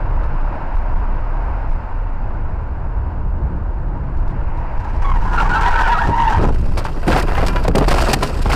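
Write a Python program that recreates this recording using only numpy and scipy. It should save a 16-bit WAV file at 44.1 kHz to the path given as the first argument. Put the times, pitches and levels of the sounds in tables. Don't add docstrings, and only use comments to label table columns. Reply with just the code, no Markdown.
import sys
import numpy as np
from scipy import signal
from scipy.fft import rfft, irfft, next_fast_len
from scipy.io import wavfile
from scipy.ndimage import map_coordinates

SR = 44100
rng = np.random.default_rng(int(sys.argv[2]) if len(sys.argv) > 2 else 0)


def log_audio(samples):
    frames = np.atleast_2d(samples).T
    limited = np.clip(frames, -1, 1)
    pcm = np.round(limited * 32767).astype(np.int16)
    wavfile.write(sys.argv[1], SR, pcm)


N = 377055
TIME = np.arange(N) / SR

# t/s, body boom level/dB, cabin drone level/dB
RIDE = [(0, -15.5, -23.5), (.5, -19.5, -28), (1.1, -17, -25.5), (1.7, -19.5, -28.5), (2.4, -18, -25),
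        (3.1, -22, -23.5), (4.1, -18.5, -23.5), (4.7, -19, -27.5), (5.08, -14.5, -20.5), (5.8, -11.5, -21),
        (5.97, -19.5, -28), (6.3, -13, -22.5), (6.55, -11.5, -18), (6.76, -12.5, -22), (6.87, -18, -31),
        (7.3, -13.5, -23), (8.05, -12.5, -25), (8.18, -20, -25.5), (8.55, -15, -19)]
# t/s, level/dB
SCRUB = [(4.8, -41.5), (5.0, -37.5), (5.045, -29), (5.2, -31.5), (5.3, -31), (5.42, -21), (5.9, -22),
         (6.15, -25), (6.42, -23.5), (6.52, -36), (6.6, -64)]
# f/Hz, density/dB per Hz
DRONE = [(35, -30.5), (58, 2.5), (76, -5), (92, -3.5), (115, -10.5), (140, -21), (200, -24), (300, -26),
         (500, -29.5), (800, -35.5), (2000, -67.5), (5000, -115)]
# f/Hz, density/dB per Hz
BRIGHT = [(1500, -20), (3500, 0.5), (5200, -2), (6500, -12), (8500, -10), (14000, -30.5)]
# f/Hz, density/dB per Hz
SCRAPE = [(250, -21.5), (550, 0), (800, 1.5), (1100, -1.5), (1600, -2.5), (2100, -11.5), (2700, -8.5),
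          (3400, -24), (4800, -19.5), (6200, -30.5), (15000, -36)]
# f/Hz, density/dB per Hz
SHARDS = [(500, 0.5), (1500, -1), (2700, 3), (3300, -2.5), (4000, -0.5), (4800, 2), (6200, -9),
          (8400, -7.5), (11000, -14.5), (15000, -20)]


def amp(db):
    return 10 ** (np.asarray(db) / 20)


def unit(x):
    return x / np.sqrt(np.mean(x ** 2) + 1e-20)


def level(rows, column=1):
    s, db = np.transpose(rows)[[0, column]]
    outside = np.abs(TIME - np.clip(TIME, s[0], s[-1]))
    return amp(np.interp(TIME, s, db) - 130 * outside)


def envelope(s, length, attack, t60, t=TIME):
    rise = np.clip((t - s) / attack, 0, 1)
    return rise * amp(-60 * np.maximum(t - s - length, 0) / t60)


def wobble(rate, size=N):
    steps = np.arange(0, size * rate / SR + 1, 1 / 4)
    knots = rng.standard_normal(int(N * rate / SR) + 4)
    curve = map_coordinates(knots, [steps])
    return np.interp(TIME[:size] * rate, steps, curve)


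def colour(x, points):
    size = 2 * next_fast_len(len(x) // 2 + 4096)
    f, db = np.transpose(points)
    gain = amp(np.interp(np.log(np.fft.rfftfreq(size, 1 / SR) + 1), np.log(f), db))
    cepstrum = irfft(np.log(gain + 1e-6))
    cepstrum[1:size // 2] *= 2
    cepstrum[size // 2 + 1:] = 0
    response = np.exp(rfft(cepstrum))
    return irfft(rfft(x, size) * response)[:len(x)]


def noise(points, size=N):
    return unit(colour(rng.standard_normal(size), points))


def grains(rate, spread_db, size=N):
    unevenness = np.clip(rng.standard_normal(size), -2, 2)
    strength = rng.standard_normal(size) * amp(spread_db * unevenness)
    return unit(strength * (rng.random(size) < rate / SR))


def add(track, s, sound):
    start = round(s * SR)
    track[start:start + len(sound)] += sound[:max(N - start, 0)]


def cabin(x, t60, wet_db):
    t = TIME[:SR // 6]
    tail = rng.standard_normal(len(t)) * amp(-60 * t / t60) * (t > .001)
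    echo = signal.oaconvolve(x, tail / np.linalg.norm(tail))[:len(x)]
    return (x + amp(wet_db) * echo) / np.hypot(1, amp(wet_db))


def blows():
    # t/s, crunch level/dB, crunch centre f/Hz, t60/s, ring level/dB, panel f/Hz
    strikes = [(6.05, -20, 225, 0.17, -25, 198), (6.088, -15, 420, .12, -23, 292),
               (6.385, -16, 300, 0.2, -20, 338), (6.435, -12.5, 260, 0.22, -15.5, 224.5),
               (6.677, -33, 647, .2, -38, 593), (6.77, -18.5, 697, 0.21, -25, 603),
               (6.85, -17, 960, 0.12, -23.5, 899), (6.973, -28, 650, .08, -29, 590),
               (7.077, -20.5, 700, 0.1, -21.5, 692), (7.088, -18, 800, .1, -10.5, 208),
               (7.118, -15.5, 1000, 0.08, -15, 1603), (7.13, -19, 1000, 0.071, -12.5, 1387),
               (7.146, -12.5, 596, .1, -10, 755), (7.162, -9, 597, 0.079, -12, 792),
               (7.282, -15, 760, 0.062, -19, 930), (7.318, -21, 810, 0.16, -28, 800),
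               (7.377, -14, 750, .14, -15, 814), (7.425, -16, 640, 0.13, -18.5, 677),
               (7.561, -21.5, 1080, .13, -19.5, 984), (7.648, -14, 610, .11, -22.5, 630),
               (7.679, -7.5, 428, .05, -2, 493), (7.686, -19, 300, 0.16, -11, 171),
               (7.749, -1.5, 450, .055, -6, 539), (7.767, -16.5, 410, 0.086, -5, 404.5),
               (7.782, -2.5, 430, .035, -3.5, 504), (7.808, -11, 500, 0.082, -3.5, 286.4),
               (7.811, -15, 600, .07, -7, 635), (7.824, -8, 460, 0.053, -8, 438),
               (7.841, -14, 706, .08, -20, 478), (7.878, -2.5, 600, .04, -8.5, 645),
               (7.889, -7, 610, 0.028, -17.5, 433), (7.908, -4, 942, 0.1, -14, 1094),
               (7.94, -12, 600, .08, -13, 560), (7.98, -15, 600, .06, -15.5, 723),
               (8.005, -12, 581, .09, -17.5, 350), (8.069, -20.5, 700, 0.049, -19, 752),
               (8.133, -4, 803, 0.049, -6.5, 779), (8.225, -9.5, 796, .1, -14.5, 1022),
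               (8.456, -14.5, 600, .12, -25, 595), (8.512, -17, 700, .14, -23, 739)]
    # multiple of the crunch centre, density/dB per Hz
    crunch_shape = [(.1, -15.5), (.3, -2), (.6, -0.5), (1, -2.5), (1.4, -2.5), (2, -9), (3.5, -19),
                    (7, -30.5), (25, -62.5)]
    # multiple of its pitch, level/dB
    modes = [(.62, -11), (1, 0), (1.6, -12), (2.3, -14.5)]
    buckle_sag, mode_scatter = .03, .08
    track, t = np.zeros(N), TIME[:SR // 3]
    ratio, mode_db = np.transpose(modes)[:, :, None]
    for s, crunch_db, crunch_hz, t60, ring_db, ring_hz in strikes:
        spectrum = [(crunch_hz * multiple, gain) for multiple, gain in crunch_shape]
        crunch = unit(colour(grains(3000, 2.6, size=len(t)), spectrum))
        modes_hz = ring_hz * ratio ** (1 + mode_scatter * rng.standard_normal(ratio.shape))
        sagging_hz = modes_hz * (1 - buckle_sag * np.minimum(t / t60, 1))
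        phase = 2 * np.pi * np.cumsum(sagging_hz, axis=1) / SR
        ring = unit((amp(mode_db) * np.sin(phase)).sum(axis=0))
        decay = amp(-60 * t / t60) * (1 - np.exp(-t / 0.00061))
        panel = (amp(crunch_db) * crunch + amp(ring_db) * ring) * decay
        thump_hz = rng.normal(135, 13.0)
        thump = np.sin(2 * np.pi * thump_hz * t) * amp(crunch_db - 5 - 60 * t / (2 * t60))
        add(track, s, panel + thump)
    return track


def slide_level(column):
    # t/s, length/s, groan level/dB, scrape level/dB, splinter level/dB
    slides = [(6.392, 0.089, -20.5, -37.5, -64), (6.509, 0.61, -31.5, -39.5, -57.5),
              (7.018, 0.61, -27.5, -30.5, -54), (7.06, 0.12, -23.5, -18.5, -41),
              (7.26, 0.2, -30, -26.5, -51), (7.436, 0.073, -28.5, -30, -46.5),
              (7.632, 0.11, -30.5, -37, -60.5), (7.733, 0.21, -25.5, -30, -47.5),
              (7.884, .23, -19, -23, -35.5), (8.124, 0.4, -27.5, -34, -47.5),
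              (8.207, 0.044, -20, -26.5, -39), (8.479, 0.082, -17, -19.5, -40)]
    gains = [amp(row[column]) * envelope(row[0], row[1], attack=.02, t60=.24) for row in slides]
    return np.max(gains, axis=0)


def groan():
    # f/Hz, density/dB per Hz
    groan_spectrum = [(70, -14.5), (110, -4.5), (140, 5.5), (190, -1.5), (290, 0), (400, -1), (600, -7),
                      (1000, -13.5), (3000, -60.5), (10000, -76.5)]
    return slide_level(2) * noise(groan_spectrum) * amp(5.1 * wobble(45))


def debris():
    strikes_per_s, spread_db = 90, 3.5
    typical_hz, spread_octaves, ring_cycles = 1100, .75, 35
    track, t = np.zeros(N), TIME[:SR // 10]
    count = int(strikes_per_s * N / SR)
    times = rng.uniform(0, N / SR, count)
    scatter = np.clip(rng.standard_normal((count, 2)), -2, 2)
    for s, (strength, pitch) in zip(times, scatter):
        hz = typical_hz * 2 ** (spread_octaves * pitch)
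        decay = amp(spread_db * strength - 60 * t * hz / ring_cycles)
        add(track, s, np.sin(2 * np.pi * hz * t) * decay)
    return unit(track)


def scrape():
    patches = sum(cabin(grains(500, 7.1) * amp(2.2 * wobble(45)), t60=0.027, wet_db=6.0) for _ in range(4))
    return slide_level(3) * unit(unit(colour(patches, SCRAPE)) + amp(-3.5) * debris())


def splinters():
    # f/Hz, level/dB
    glass_modes = [(2656, -4), (3253, -7), (3741, -4.5), (4060, -2.5), (4631, -5), (5018, -7), (5269, -9),
                   (5716, 4), (7160, -10), (7906, 1), (8932, -2)]
    tinkle_db, tinkle_t60 = -16, .08
    t = TIME[:SR // 4]
    tinkle = np.zeros(N)
    for hz, db in glass_modes:
        ring = amp(db - 60 * t / tinkle_t60) * np.sin(2 * np.pi * hz * t)
        tinkle += signal.oaconvolve(grains(53, 3), ring)[:N]
    contacts = sum(cabin(grains(300, 3.7), t60=0.031, wet_db=4.0) for _ in range(4))
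    return slide_level(4) * (unit(colour(contacts, SHARDS)) + amp(tinkle_db) * unit(tinkle))


def drag():
    return amp(-2.0) * groan() + amp(0.5) * scrape() + amp(8.0) * splinters()


def cracks():
    # t/s, level/dB, length/s
    fractures = [(6.544, -38.5, 0.013), (6.775, -26.5, 0.026), (6.842, -35.5, 0.029), (7.077, -22, 0.018),
                 (7.171, -26.5, .014), (7.196, -22.5, 0.012), (7.224, -23.5, 0.0078), (7.464, -22, 0.015),
                 (7.483, -17.5, 0.0038), (7.638, -30.5, 0.011), (7.68, -15, 0.0068), (7.753, -16.5, 0.0087),
                 (7.781, -14, 0.0081), (7.882, -17, 0.013), (7.905, -21, 0.028), (8.003, -21.5, 0.028),
                 (8.098, -23.5, 0.0057), (8.132, -5.5, 0.013), (8.23, -16.5, .01), (8.421, -29.5, 0.011),
                 (8.522, -22.5, 0.024)]
    track, t = np.zeros(N), TIME[:SR // 4]
    for s, db, length in fractures:
        run = np.exp(-(t / length) ** 4)
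        faint_ring = amp(-32.5 - 60 * t / 0.043)
        add(track, s, amp(db) * noise(SHARDS, size=len(t)) * (run + faint_ring))
    return amp(-3.0) * track


def clanks():
    # t/s, level/dB, t60/s
    knocks = [(7.192, -24.5, 0.044), (7.228, -25.5, 0.074), (7.294, -20.5, 0.037), (7.41, -21.5, 0.088),
              (7.465, -24, .09), (7.481, -22.5, 0.13), (7.505, -25.5, 0.12), (7.56, -16.5, 0.095),
              (8.117, -18, 0.046)]
    # f/Hz, level/dB
    metal_modes = [(985, 4), (1370, 1), (1720, -6), (2400, -3.5), (2790, -9), (4510, -20)]
    track, t = np.zeros(N), TIME[:SR // 5]
    hz, mode_db = np.transpose(metal_modes)[:, :, None]
    for s, db, t60 in knocks:
        detune, uneven = rng.standard_normal((2, len(metal_modes), 1))
        tones = np.sin(2 * np.pi * hz * (1 + 0.014 * detune) * t)
        ring = (amp(mode_db + 2 * uneven) * tones).sum(axis=0)
        ring = unit(ring)
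        crunch = amp(-8.5) * noise(SCRAPE, size=len(t))
        add(track, s, amp(db - 60 * t / t60) * (ring + crunch))
    return track


def squeal(hz, rough, overtone_db):
    waver, jitter = .008, .035
    third_db = -9
    grabs_per_s, grab_db = 45, 3.5
    size = len(hz)
    pitch = hz * (1 + waver * wobble(40, size) + jitter * rough * wobble(320, size))
    phase = 2 * np.pi * np.cumsum(pitch) / SR
    overtones = np.sin(2 * phase) + amp(third_db) * np.sin(3 * phase)
    tone = np.sin(phase) + amp(overtone_db) * overtones
    flutter_db = 4 * rough * wobble(110, size)
    rasp = 1 + .27 * rough * wobble(700, size)
    surge_db = grab_db * np.tanh(wobble(grabs_per_s, size))
    return unit(tone * rasp * amp(flutter_db + surge_db))


def tyre(rows):
    chatter_db, chatter_spread = -9, .065
    lock_db = -23
    s, hz, _ = np.transpose(rows)
    pitch, gain = np.interp(TIME, s, hz), level(rows, column=2)
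    note = squeal(pitch, rough=.55, overtone_db=-25)
    blocks = (squeal(pitch * (1 + chatter_spread * wobble(60)), 1, -24) for _ in range(3))
    chatter = unit(sum(blocks))
    locked = gain / np.hypot(gain, amp(lock_db))
    return gain * (locked * note + amp(chatter_db) * (2 - locked ** 2) * chatter)


def screeches():
    # t/s, length/s, first f/Hz, last f/Hz, level/dB, overtone level/dB, roughness (1 = rough)
    slips = [(5.035, .09, 1120, 1085, -20.5, -18, .45), (5.033, .14, 1150, 950, -26.5, -16, 1.1),
             (5.247, .025, 1054, 1022, -20.5, -22, .5), (5.325, .04, 1440, 1467, -31, -26, .9),
             (5.36, .04, 760, 820, -29, -18, 1), (5.365, .1, 1155, 1090, -27, -27, 1.2),
             (5.49, .12, 1615, 1570, -28, -26, 1.2), (5.487, .086, 800, 850, -28, -18, 1.1),
             (5.544, .025, 1292, 1340, -19, -17, .5), (5.546, .086, 1130, 1070, -24, -22, 1.2),
             (5.21, .02, 950, 930, -27, -22, .6), (5.643, .04, 1877, 1900, -31, -20, .6),
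             (5.723, .073, 1340, 1305, -22, -26, .35), (5.779, .26, 797, 660, -28, -23, 1.2),
             (5.71, .17, 1720, 1760, -29, -22, 1.2), (5.885, .04, 1700, 1660, -22, -21, .5),
             (5.92, .13, 1980, 1800, -33, -17, .7), (6.01, .024, 810, 850, -20, -25, 1),
             (6.11, .17, 1900, 1960, -33, -20, 1.3), (6.18, .1, 1560, 1640, -32, -12, 1.4),
             (6.13, .16, 985, 1015, -26, -16, .6), (6.28, .09, 1015, 930, -21, -22, .6),
             (6.308, .07, 1620, 1570, -27, -16, 1.1), (6.323, .03, 901, 890, -18, -20, .7),
             (6.293, .15, 1323, 1260, -30, -14, 1.3)]
    track, t = np.zeros(N), TIME[:SR // 2]
    for s, length, first_hz, last_hz, db, overtone_db, rough in slips:
        glide_hz = np.interp(t, [0, length], [first_hz, last_hz])
        tone = squeal(glide_hz, rough, overtone_db)
        add(track, s, amp(db) * envelope(0, length, attack=.02, t60=.14, t=t) * tone)
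    return track


def scrub():
    # f/Hz, density/dB per Hz
    rubber = [(100, -15.5), (300, -5.5), (550, -10.5), (880, 6), (1150, 0), (1600, -4), (2200, -16),
              (2900, -17), (3500, -24.5), (5000, -25.5), (8000, -34), (10000, -43.5), (15000, -45)]
    return level(SCRUB) * unit(colour(grains(1500, 1.8), rubber)) * amp(3.35 * wobble(45))


def rattle():
    return level(SCRUB) * unit(colour(grains(40, 3), BRIGHT))


def skid():
    # t/s, f/Hz, level/dB
    front = [(4.4, 940, -51), (4.55, 949, -34), (4.85, 933, -41), (5.21, 950, -31), (5.29, 940, -38),
             (5.35, 945, -27), (5.42, 900, -23.5), (5.46, 910, -31), (5.5, 960, -22), (5.535, 860, -29),
             (5.575, 880, -17.5), (5.615, 920, -29), (5.66, 940, -14), (5.69, 975, -19), (5.72, 905, -19),
             (5.8, 915, -22.5), (5.89, 910, -20), (5.915, 960, -13), (5.985, 950, -31), (6.02, 910, -19.5),
             (6.08, 940, -26), (6.135, 935, -17), (6.18, 925, -20), (6.22, 925, -12.5), (6.27, 915, -16),
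             (6.33, 830, -18.5), (6.38, 785, -22), (6.42, 680, -26), (6.48, 650, -38)]
    rear = [(5.26, 1510, -38), (5.37, 1430, -23), (5.405, 1375, -16), (5.445, 1400, -34), (5.49, 1480, -25),
            (5.525, 1450, -19), (5.6, 1530, -26), (5.65, 1565, -23), (5.74, 1500, -22), (5.82, 1540, -24),
            (5.88, 1455, -19), (5.91, 1400, -30), (5.932, 1430, -22), (5.947, 1320, -14.5),
            (5.973, 1240, -16), (5.99, 1350, -20), (6.0, 1590, -20), (6.04, 1700, -22), (6.08, 1750, -44)]
    tyres = cabin(tyre(front) + tyre(rear) + screeches(), t60=.05, wet_db=-10)
    contact = amp(-0.5) * scrub() + amp(-29.5) * rattle()
    return tyres + cabin(contact, t60=0.061, wet_db=0.5)


def bumps():
    # t/s, body swing level/dB, cabin thud level/dB, click level/dB
    jolts = [(0.235, -17, -37, -50), (0.754, -6, -34, -44), (0.942, -7, -32, -50), (1.698, -5.5, -45, -45),
             (4.171, -17.5, -23.5, -48), (4.278, -8.5, -34, -44), (4.572, -33, -23.5, -48),
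             (4.778, -8.5, -32, -47), (4.932, -20, -21, -47.5), (6.06, -8, -15, -34),
             (6.361, -23, -13, -36), (7.08, -13, -12.5, -35), (7.4, -9, -16, -42), (7.909, -12.5, -17, -35)]
    spring_hz, spring_t60 = 28, 0.32
    thud_s, thud_t60 = 0.045, 0.21
    second_s, second_db = 0.028, -7
    track, t = np.zeros(N), TIME[:SR // 3]
    for s, swing_db, thud_db, click_db in jolts:
        swing = np.sin(2 * np.pi * spring_hz * t) * amp(swing_db - 60 * t / spring_t60)
        thud = noise(DRONE, size=len(t)) * amp(thud_db - 60 * np.maximum(t - thud_s, 0) / thud_t60)
        click = noise(BRIGHT, size=len(t)) * amp(click_db - 7.5 - 60 * t / .12)
        add(track, s, swing + thud + click)
        add(track, s + second_s, amp(second_db) * click)
    return track


def body_boom():
    # f/Hz, density/dB per Hz
    boom_spectrum = [(4, -23), (14, -7), (22, 0.5), (29, 0), (38, -1), (50, -10.5), (70, -24), (150, -79.5),
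                     (600, -120)]
    boom = noise(boom_spectrum)
    boom = unit(boom / (np.abs(signal.hilbert(boom)) + .5))
    return amp(-0.5) * level(RIDE) * boom * amp(2 * wobble(9))


def rolling_tyres():
    # t/s, roar level/dB, tread hiss level/dB
    roll = [(0, -32, -49.5), (.45, -29.7, -48.5), (1.05, -31.3, -49.5), (1.6, -33, -49.5), (2.1, -35, -53),
            (2.7, -35.7, -55.5), (3.3, -36.5, -57.5), (3.9, -36.3, -59), (4.6, -34, -49), (5.0, -34, -48),
            (6.0, -35, -50), (6.5, -41, -56), (7.0, -45, -60)]
    # f/Hz, density/dB per Hz
    roar_spectrum = [(100, -22.5), (250, -1), (400, -8), (600, 0), (800, -0.5), (930, 5), (1150, -4.5),
                     (1550, -6), (2000, -21), (2750, -27.5), (3400, -35.5), (4900, -37.5), (6000, -49),
                     (15000, -68)]
    hiss_spectrum = [(900, -24), (1900, 2.5), (2750, -3), (3400, -23), (4900, -19.5), (6000, -29),
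                     (15000, -49)]
    roar = noise(roar_spectrum) * amp(0.8 * wobble(7.0) + 0.64 * wobble(70))
    return amp(0.08) * level(roll) * roar + level(roll, column=2) * noise(hiss_spectrum)


def floor_rumble():
    # t/s, level/dB
    floor = [(0.1, -31.5), (.7, -39), (1.3, -37), (1.8, -41), (2.4, -39.5), (3.15, -35.5), (3.6, -34.5),
             (4.15, -31.5), (4.7, -40), (5.3, -27), (5.85, -33.5), (6.1, -26), (6.3, -31.5), (6.6, -25),
             (6.95, -33.5), (7.2, -29), (8.55, -35)]
    # f/Hz, density/dB per Hz
    pan_spectrum = [(70, -29.5), (105, -3.5), (140, 3), (195, -3), (260, -13.5), (330, -8.5), (450, -22.5),
                    (1000, -56.5), (4000, -110)]
    return amp(-1.0) * level(floor) * noise(pan_spectrum) * amp(3.1 * wobble(12))


def cabin_drone():
    return amp(-0.2) * level(RIDE, column=2) * noise(DRONE) * amp(1.8 * wobble(7.3))


def whine():
    return amp(-77.5) * np.sin(2 * np.pi * 7337 * TIME + .6 * wobble(60))


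def scene():
    crash = blows() + drag() + cracks() + clanks()
    ride = bumps() + body_boom() + rolling_tyres() + floor_rumble() + cabin_drone()
    return (crash + skid() + ride + whine())[None]


def record(dry):
    ceiling, hardness, top_hz = .38, 5, 15400
    clipped = dry / (1 + np.abs(dry / ceiling) ** hardness) ** (1 / hardness)
    size = next_fast_len(N + 8192)
    in_band = np.fft.rfftfreq(size, 1 / SR) < top_hz
    return irfft(rfft(clipped, size) * in_band, size)[:, :N]


dry = scene()
out = record(dry)
log_audio(out)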